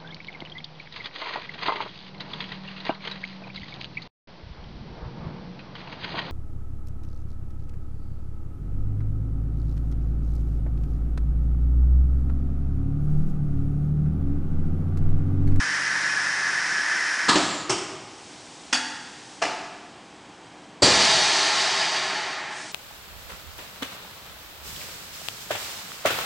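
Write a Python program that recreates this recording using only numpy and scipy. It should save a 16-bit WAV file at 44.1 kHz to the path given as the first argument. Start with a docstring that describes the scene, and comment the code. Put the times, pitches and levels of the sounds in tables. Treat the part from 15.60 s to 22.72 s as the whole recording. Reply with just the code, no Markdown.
"""Vacuum packer in a workshop

A chamber vacuum packer runs through its cycle between hard walls, over the faint whine of a fan.
The vane pump hums and rasps through its exhaust, then stops. Valves and the seal bar clunk, air seeps
and whistles through the valves, and the sealing contactor snaps on and off. Last, the vent valve lets
air rush back into the chamber until the pressure has evened out."""
import sys
import numpy as np
from scipy import signal
from scipy.fft import rfft, irfft, next_fast_len
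from scipy.io import wavfile

SR = 44100
rng = np.random.default_rng(int(sys.argv[2]) if len(sys.argv) > 2 else 0)


def inscribe(sig):
    """Save sig as 16-bit PCM at rate SR to the path in sys.argv[1].

    A 1-D sig is mono; a 2-D sig holds one channel per row.
    Samples are clipped to [-1, 1] before scaling.
    """
    pcm = np.round(np.clip(np.atleast_2d(sig).T, -1, 1) * 32767)
    wavfile.write(sys.argv[1], SR, pcm.astype(np.int16))


N = 313992
TIME = np.arange(N) / SR
CUTOFF_HZ = 10060


def from_db(db):
    """Decibels to gain."""
    return 10 ** (np.asarray(db) / 20)


def rms_one(x):
    """Scale to unit rms."""
    return x / np.sqrt(np.mean(x ** 2) + 1e-20)


def at_hz(points, hz):
    """Read a curve on a log-frequency axis."""
    freqs, values = np.transpose(points)
    return np.interp(np.log(hz), np.log(freqs), values)


def drift(rate):
    """A random wobble of about unit size that changes course rate times a second."""
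    knots = rng.standard_normal(2000)
    return np.interp(TIME * rate, np.arange(len(knots)), knots)


def noise(colour, resonances=(), size=N):
    """Noise of a broad colour, lifted at each resonance, at unit rms."""
    padded = next_fast_len(size, True)
    hz = np.maximum(np.fft.rfftfreq(padded, 1 / SR), 1)
    power = 1 + sum((from_db(lift) ** 2 - 1) / (1 + (2 * (hz - centre) / width) ** 2)
                    for centre, width, lift in resonances)
    gain = from_db(at_hz(colour, hz)) * np.sqrt(np.abs(power))
    white = rfft(rng.standard_normal(padded))
    return rms_one(irfft(white * gain, padded)[:size])


def split(x, hz):
    """A low-passed signal and the remainder."""
    low = signal.sosfiltfilt(signal.butter(4, hz, fs=SR, output="sos"), x)
    return low, x - low


def fade_after(stop_s, t60):
    """Full level until the stop, then down by 60 dB every t60 seconds."""
    return from_db(-60 * np.maximum(TIME - stop_s, 0) / t60)


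# The pump's hum. Each row: multiple of the shaft rate, starting level in dB, easing in dB per second.
HUM = [(2, -57, 12), (3, -53.5, 3), (4, -51.5, 10), (6, -53, 11)]
# The colour of the exhaust rasp. Each row: frequency in Hz, relative level in dB.
EXHAUST_COLOUR = [(40, -35), (100, -51), (330, -24), (520, -24.5), (950, -16.5), (1250, -11.5), (1750, -5),
                  (2300, -14), (3000, -22), (4300, -21.5), (5400, -13.5), (6600, -22), (8300, -28.5),
                  (10000, -30)]
# The resonances of the exhaust outlet. Each row: centre in Hz, width in Hz, lift in dB.
OUTLET_MODES = [(916, 6.6, 9.4), (1544, 27, 7), (1690, 12, 10.9), (1706, 11, 5.5), (1727, 36, 7.2),
                (1770, 28, 2.9), (1853, 27, 7.2), (1863, 20, 1.4), (2017, 20, 8.2), (2330, 20, 3),
                (2500, 23, 6.3), (3090, 18, 9.7)]


def pump(shaft_hz=48.3, exhaust_db=-24.5, unloaded_s=1.15, stop_s=1.655):
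    """The vanes rasp out three puffs a turn; the hum eases as the chamber empties and dies unloaded."""
    turn = 2 * np.pi * np.cumsum(shaft_hz * (1 + 0.0016 * drift(12))) / SR
    hum = 0
    for multiple, db, easing in HUM:
        level = from_db(db - easing * TIME + 0.2 * drift(5.4))
        hum += np.sqrt(2) * level * np.sin(multiple * turn + rng.uniform(0, 2 * np.pi))
    puffs = 1 + 0.036 * np.sin(3 * turn)
    rasp = noise(EXHAUST_COLOUR, OUTLET_MODES) * puffs * from_db(exhaust_db + 0.2 * drift(25.3))
    return fade_after(stop_s, t60=1) * rasp + fade_after(unloaded_s, t60=0.46) * hum


# The colour of the room tone. Each row: frequency in Hz, relative level in dB.
ROOM_COLOUR = [(15, -65.5), (25, -29.5), (233, -6.5), (264, -8), (299, -8.5), (339, -9.5), (375, -7.5),
               (574, -13), (775, -9), (1310, -16), (3240, -21.5), (3490, -23), (8180, -34.5), (10000, -43),
               (13000, -77), (22000, -120)]
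# The fan's whine. Each row: pitch in Hz, level in dB.
FAN_TONES = [(301.5, -61), (802.1, -65.5), (1593, -71.5), (1825, -83.5), (2336, -70), (3198, -67),
             (4802, -77), (6401, -78), (7866, -74)]


def workshop(room_db=-47, wander_rad=0.6):
    """A steady bed of room tone under a fan whose tones waver slightly in pitch."""
    fan = sum(np.sqrt(2) * from_db(db) * np.sin(2 * np.pi * hz * TIME + wander_rad * drift(26))
              for hz, db in FAN_TONES)
    return from_db(room_db) * noise(ROOM_COLOUR) + fan


def ringing(colour, modes, t, clean_width_hz=28):
    """A struck part's pure ring: a sine per mode with that resonance's power, less for broad modes."""
    total_power = np.sum(from_db(at_hz(colour, np.arange(20, CUTOFF_HZ))) ** 2)
    ring = 0
    for hz, width, lift in modes:
        level = from_db(at_hz(colour, hz) + lift) * np.sqrt(np.pi * width / total_power)
        purity = min(1, clean_width_hz / width)
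        ring += level * purity * np.sin(2 * np.pi * hz * t + rng.uniform(0, 2 * np.pi))
    return ring


# The decay of the hard-walled room. Each row: frequency in Hz, seconds to fall by 60 dB.
ROOM_T60 = [(100, 1.58), (300, 1.1), (800, 1.17), (2000, 1.28), (5000, 0.97), (10000, 0.87)]


def room_tail(sound, t):
    """Diffuse reflections of a blow: each octave dies at its own rate."""
    tail = 0
    for hz in 100 * 2 ** np.arange(8):
        band, sound = split(sound, hz * np.sqrt(2))
        tail += band * from_db(-60 * t / at_hz(ROOM_T60, hz))
    return tail


# The colour of each moving part. Each row: frequency in Hz, relative level in dB.
PUMP_VALVE = [(50, -27), (100, -23.5), (180, -1), (300, 0.5), (460, -4.5), (700, -7), (1150, 0.5),
              (1600, -8.5), (2800, -9), (4250, -3.5), (5800, -14), (7600, -13), (10000, -24.5)]
SEAL_BAR = [(50, -24), (120, -12), (220, -8), (310, -1.5), (470, -10), (660, -3), (1200, -13),
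            (2200, -11.5), (4200, -12), (7500, -16), (10000, -43)]
BAR_VALVE = [(50, -32), (110, -7), (230, -7), (370, 2.5), (520, -8), (680, -6.5), (1200, -3.5), (1700, -11),
             (3100, -7), (3900, -15.5), (5400, -5.5), (6400, -10), (8100, -12), (10000, -24.5)]
CONTACTOR_ON = [(60, -26), (180, -28), (290, -4), (420, -27), (620, -9), (850, -2), (1100, -3), (1500, 5.5),
                (1950, 3.5), (2320, -4), (2700, 1), (4000, -5.5), (4700, 0), (7300, -4.5), (10000, -15)]
CONTACTOR_OFF = [(60, -24), (130, -17.5), (390, -5.5), (540, -7), (700, 0.5), (1000, -6.5), (1300, -2.5),
                 (1700, -9), (2800, -6), (3300, -15), (5000, -10.5), (7500, -18.5), (10000, -30)]
VENT_VALVE = [(25, -19), (80, -4), (200, 3), (480, 2), (1000, -2), (2500, -24), (4600, -1.5), (6000, -16),
              (7500, -8), (10000, -24)]
# The ring of each part. Each row: centre in Hz, width in Hz, full lift in dB.
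PUMP_VALVE_MODES = [(178.5, 50, 1.5), (292, 52, 6.5), (1115, 43, 6), (1258, 63, 11.5), (1680, 33, 9),
                    (2800, 22, 6)]
SEAL_BAR_MODES = [(307, 33, 9.4), (358, 38, 5.8), (625, 40, 5.1), (700, 44, 5.4), (1870, 50, 4.5)]
BAR_VALVE_MODES = [(360, 37, 6.3), (383, 27, 8.9), (637, 31, 12.7), (822, 24, 12), (1090, 17, 2.8),
                   (1234, 33, 6), (2190, 36, 8.3), (2620, 28, 3.5), (3070, 40, 5), (5500, 480, 3),
                   (8220, 270, 4.1)]
CONTACTOR_ON_MODES = [(254, 10, 23), (297, 15, 12), (519, 18, 19), (730, 24, 11.6), (840, 8.3, 17),
                      (894, 20, 15.4), (1413, 14, 5.9), (1650, 23, 5.1), (1850, 52, 5.3), (2500, 18, 7.9),
                      (2830, 26, 6.4), (3450, 30, 4.4), (3400, 52, 14), (3330, 33, 7.1), (4600, 80, 15),
                      (4770, 39, 5.7), (4700, 37, 5.6), (5500, 26, 4.9), (6500, 84, 7.7)]
CONTACTOR_OFF_MODES = [(304, 35, 3.7), (388, 22, 5.1), (668, 30, 8.4), (725, 31, 6.9), (868, 17, 12),
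                       (894, 22, 7), (1164, 44, 7.7), (1700, 70, 13), (2020, 27, 3.5), (2380, 40, 2.9),
                       (2920, 40, 4.9), (3590, 33, 6.8)]
VENT_VALVE_MODES = [(497, 48, 5.3), (4650, 220, 7.7), (7350, 710, 4.6)]
# One cue for each part above, in that order. Each row: start in seconds, burst level in dB, rise and
# burst t60 in seconds, tail level in dB, ring level in dB relative to the tail, colour, modes.
CLUNKS = [(1.680, -13, 0.014, 0.22, -18, -8.5, PUMP_VALVE, PUMP_VALVE_MODES),
          (1.754, -16.5, 0.0042, 0.19, -24.5, -9, SEAL_BAR, SEAL_BAR_MODES),
          (2.093, -17.5, 0.0061, 0.21, -25, -8, BAR_VALVE, BAR_VALVE_MODES),
          (3.126, -15, 0.0025, 0.21, -26, -2.5, CONTACTOR_ON, CONTACTOR_ON_MODES),
          (3.815, -20, 0.011, 0.23, -26, -5, CONTACTOR_OFF, CONTACTOR_OFF_MODES),
          (5.220, -11.5, 0.005, 0.29, -18.5, -4.5, VENT_VALVE, VENT_VALVE_MODES)]


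def clunks(room_rise_s=0.025, rattle_db=1.5, burst_share=0.81, room_share=0.5):
    """Each blow of a valve, bar or contactor is a short rattling burst that rings on into the room."""
    out = np.zeros(N)
    t = np.arange(int(1.8 * SR)) / SR
    for start_s, burst_db, rise_s, t60, tail_db, ring_db, colour, modes in CLUNKS:
        attack = np.minimum(t / rise_s, 1)
        rattle = rattle_db * drift(300)[:len(t)]
        # the burst and its reflections each take a share of the modes' lift
        direct, diffuse = (noise(colour, [(hz, width, share * lift) for hz, width, lift in modes], len(t))
                           for share in (burst_share, room_share))
        burst = direct * from_db(burst_db - rattle - 60 * np.maximum(t - rise_s, 0) / t60)
        reflections = diffuse * (1 - np.exp(-t / room_rise_s))
        ring = from_db(ring_db) * ringing(colour, modes, t)
        tail = from_db(tail_db) * room_tail(reflections + ring, t)
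        start = round(start_s * SR)
        out[start:start + len(t)] += (attack * (burst + tail))[:N - start]
    return out


# Soft hisses as the pump line closes, the seal bar presses down, the seal cools and the lid comes free.
# Each row: start in seconds, level in dB, then attack, hold and release t60 in seconds.
SEEPS = [(1.70, -34, 0.11, 0.018, 0.92), (2.15, -47.5, 0.51, 1.1, 2.3), (3.82, -58.5, 0.12, 1.1, 1.5),
         (6.867, -41, 0.11, 0.2, 0.8)]
# Their bright colour. Each row: frequency in Hz, relative level in dB.
SEEP_COLOUR = [(500, -23.5), (1800, -2), (3500, 2), (5500, 3), (8000, -0.5), (10000, -8.5)]


def seeps():
    """Air seeps through the valves: each hiss rises, holds and trails away."""
    power = 0
    for start_s, db, attack_s, hold_s, t60 in SEEPS:
        attack = np.clip((TIME - start_s) / attack_s, 0, 1)
        release = fade_after(start_s + attack_s + hold_s, t60)
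        power += (from_db(db) * attack * release) ** 2
    return np.sqrt(power) * noise(SEEP_COLOUR)


# Breathy whistles: one as the pump line closes, two at the air inlet, one from the vent pipe's last air.
# Each row: start and length in seconds, starting pitch in Hz, level at the crest in dB, width in Hz.
WHISTLES = [(1.704, 0.4, 7900, -39.5, 640), (5.232, 1, 4955, -32, 240), (5.879, 0.74, 5460, -36.5, 260),
            (6.5, 0.68, 2045, -41, 380)]


def whistle(start_s, length_s, hz, db, width_hz, sag_octaves_per_s=0.42):
    """Air through a narrow gap: a band of noise swells and fades while its pitch sinks with the flow."""
    age = np.clip(TIME - start_s, 0, length_s)
    swell = np.sin(np.pi * age / length_s)
    phase = 2 * np.pi * np.cumsum(hz * 2 ** (-sag_octaves_per_s * age)) / SR
    lowpass = signal.butter(2, width_hz / 2, fs=SR, output="sos")
    wobble = signal.sosfilt(lowpass, rng.standard_normal((2, N)))
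    return from_db(db) * swell * rms_one(wobble[0] * np.cos(phase) + wobble[1] * np.sin(phase))


# The colour of the inrushing air. Each row: frequency in Hz, relative level in dB.
JET_COLOUR = [(40, -36), (90, -20.5), (160, -6.5), (260, -13), (480, -6.5), (560, -6), (680, 2.5),
              (950, -0.5), (1400, 1), (2000, 5), (3000, 1), (4700, 1), (5500, -1.5), (7600, -9),
              (10000, -20.5)]
# The resonances of the chamber and vent pipe. Each row: centre in Hz, width in Hz, lift in dB.
CHAMBER_MODES = [(304, 12, 8.5), (388, 31, 15.5), (634, 23, 10), (680, 19, 4), (750, 20, 4), (849, 32, 12),
                 (914, 11, 1), (928, 13, 11), (1078, 13, 12.5), (1222, 11, 10.5), (1360, 18, 10),
                 (1616, 19, 4), (1720, 5.3, 13.5), (1818, 13, 7.5), (1915, 15, 4.5), (2420, 6.2, 9),
                 (2860, 9.8, 7.5), (3010, 8.9, 11.5), (3230, 19, 7.5), (3300, 11, 10.5), (3720, 84, 7),
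                 (4070, 14, 11.5), (4415, 23, 11), (4600, 64, 6), (4780, 13, 10.5), (4845, 21, 9),
                 (6060, 160, 3)]
# The jet's roar, pipe hiss and treble. Each row: level at full flow in dB, exponent on the flow.
JET_BANDS = [(-22.5, 0.79), (-21.5, 1.42), (-24, 1.59)]


def vent(start_s=5.221, opening_s=0.0076, fill_s=1.93, flutter_db=0.5):
    """A jet fills the chamber and slows as the pressure evens out: treble and hiss go, then the roar."""
    age = TIME - start_s
    flow = np.clip(1 - age / fill_s, 1e-3, 1)
    roar, highs = split(noise(JET_COLOUR, CHAMBER_MODES), hz=2700)
    hiss, treble = split(highs, hz=5300)
    air = sum(from_db(db) * flow ** exponent * rms_one(band)
              for band, (db, exponent) in zip((roar, hiss, treble), JET_BANDS))
    opening = np.clip(age / opening_s, 0, 1)
    return opening * from_db(flutter_db * drift(27)) * air


# Standing waves around the machine. 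Each row: centre in Hz, width in Hz, boost or cut in dB.
STANDING_WAVES = [(120, 6.5, 3.5), (149, 6.6, 1.5), (226, 16, -4), (308, 18, 1.5), (320, 20, 0),
                  (375, 21, 0), (430, 62, -4), (596, 16, -2.5), (780, 25, 0.5), (963, 33, 1),
                  (1144, 30, -1.5)]


def housing(x):
    """Standing waves between the steel housing and the walls lift and hollow every sound."""
    for hz, width, lift in STANDING_WAVES:
        band = signal.lfilter(*signal.iirpeak(hz, hz / width, fs=SR), x)
        x = x + (from_db(lift) - 1) * band
    return x


def scene():
    """The whole cycle heard from above the lid, the same in both ears."""
    machine = pump() + clunks() + vent() + seeps() + sum(whistle(*row) for row in WHISTLES)
    mono = housing(machine + workshop())
    return np.stack([mono, mono])


def record(dry, ceiling=0.93):
    """Soft clipping rounds the loudest peaks, and a steep low-pass takes off the top."""
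    rounded = ceiling * np.tanh(dry / ceiling)
    return signal.sosfilt(signal.ellip(16, .1, 80, CUTOFF_HZ, fs=SR, output="sos"), rounded)


dry = scene()
out = record(dry)
inscribe(out)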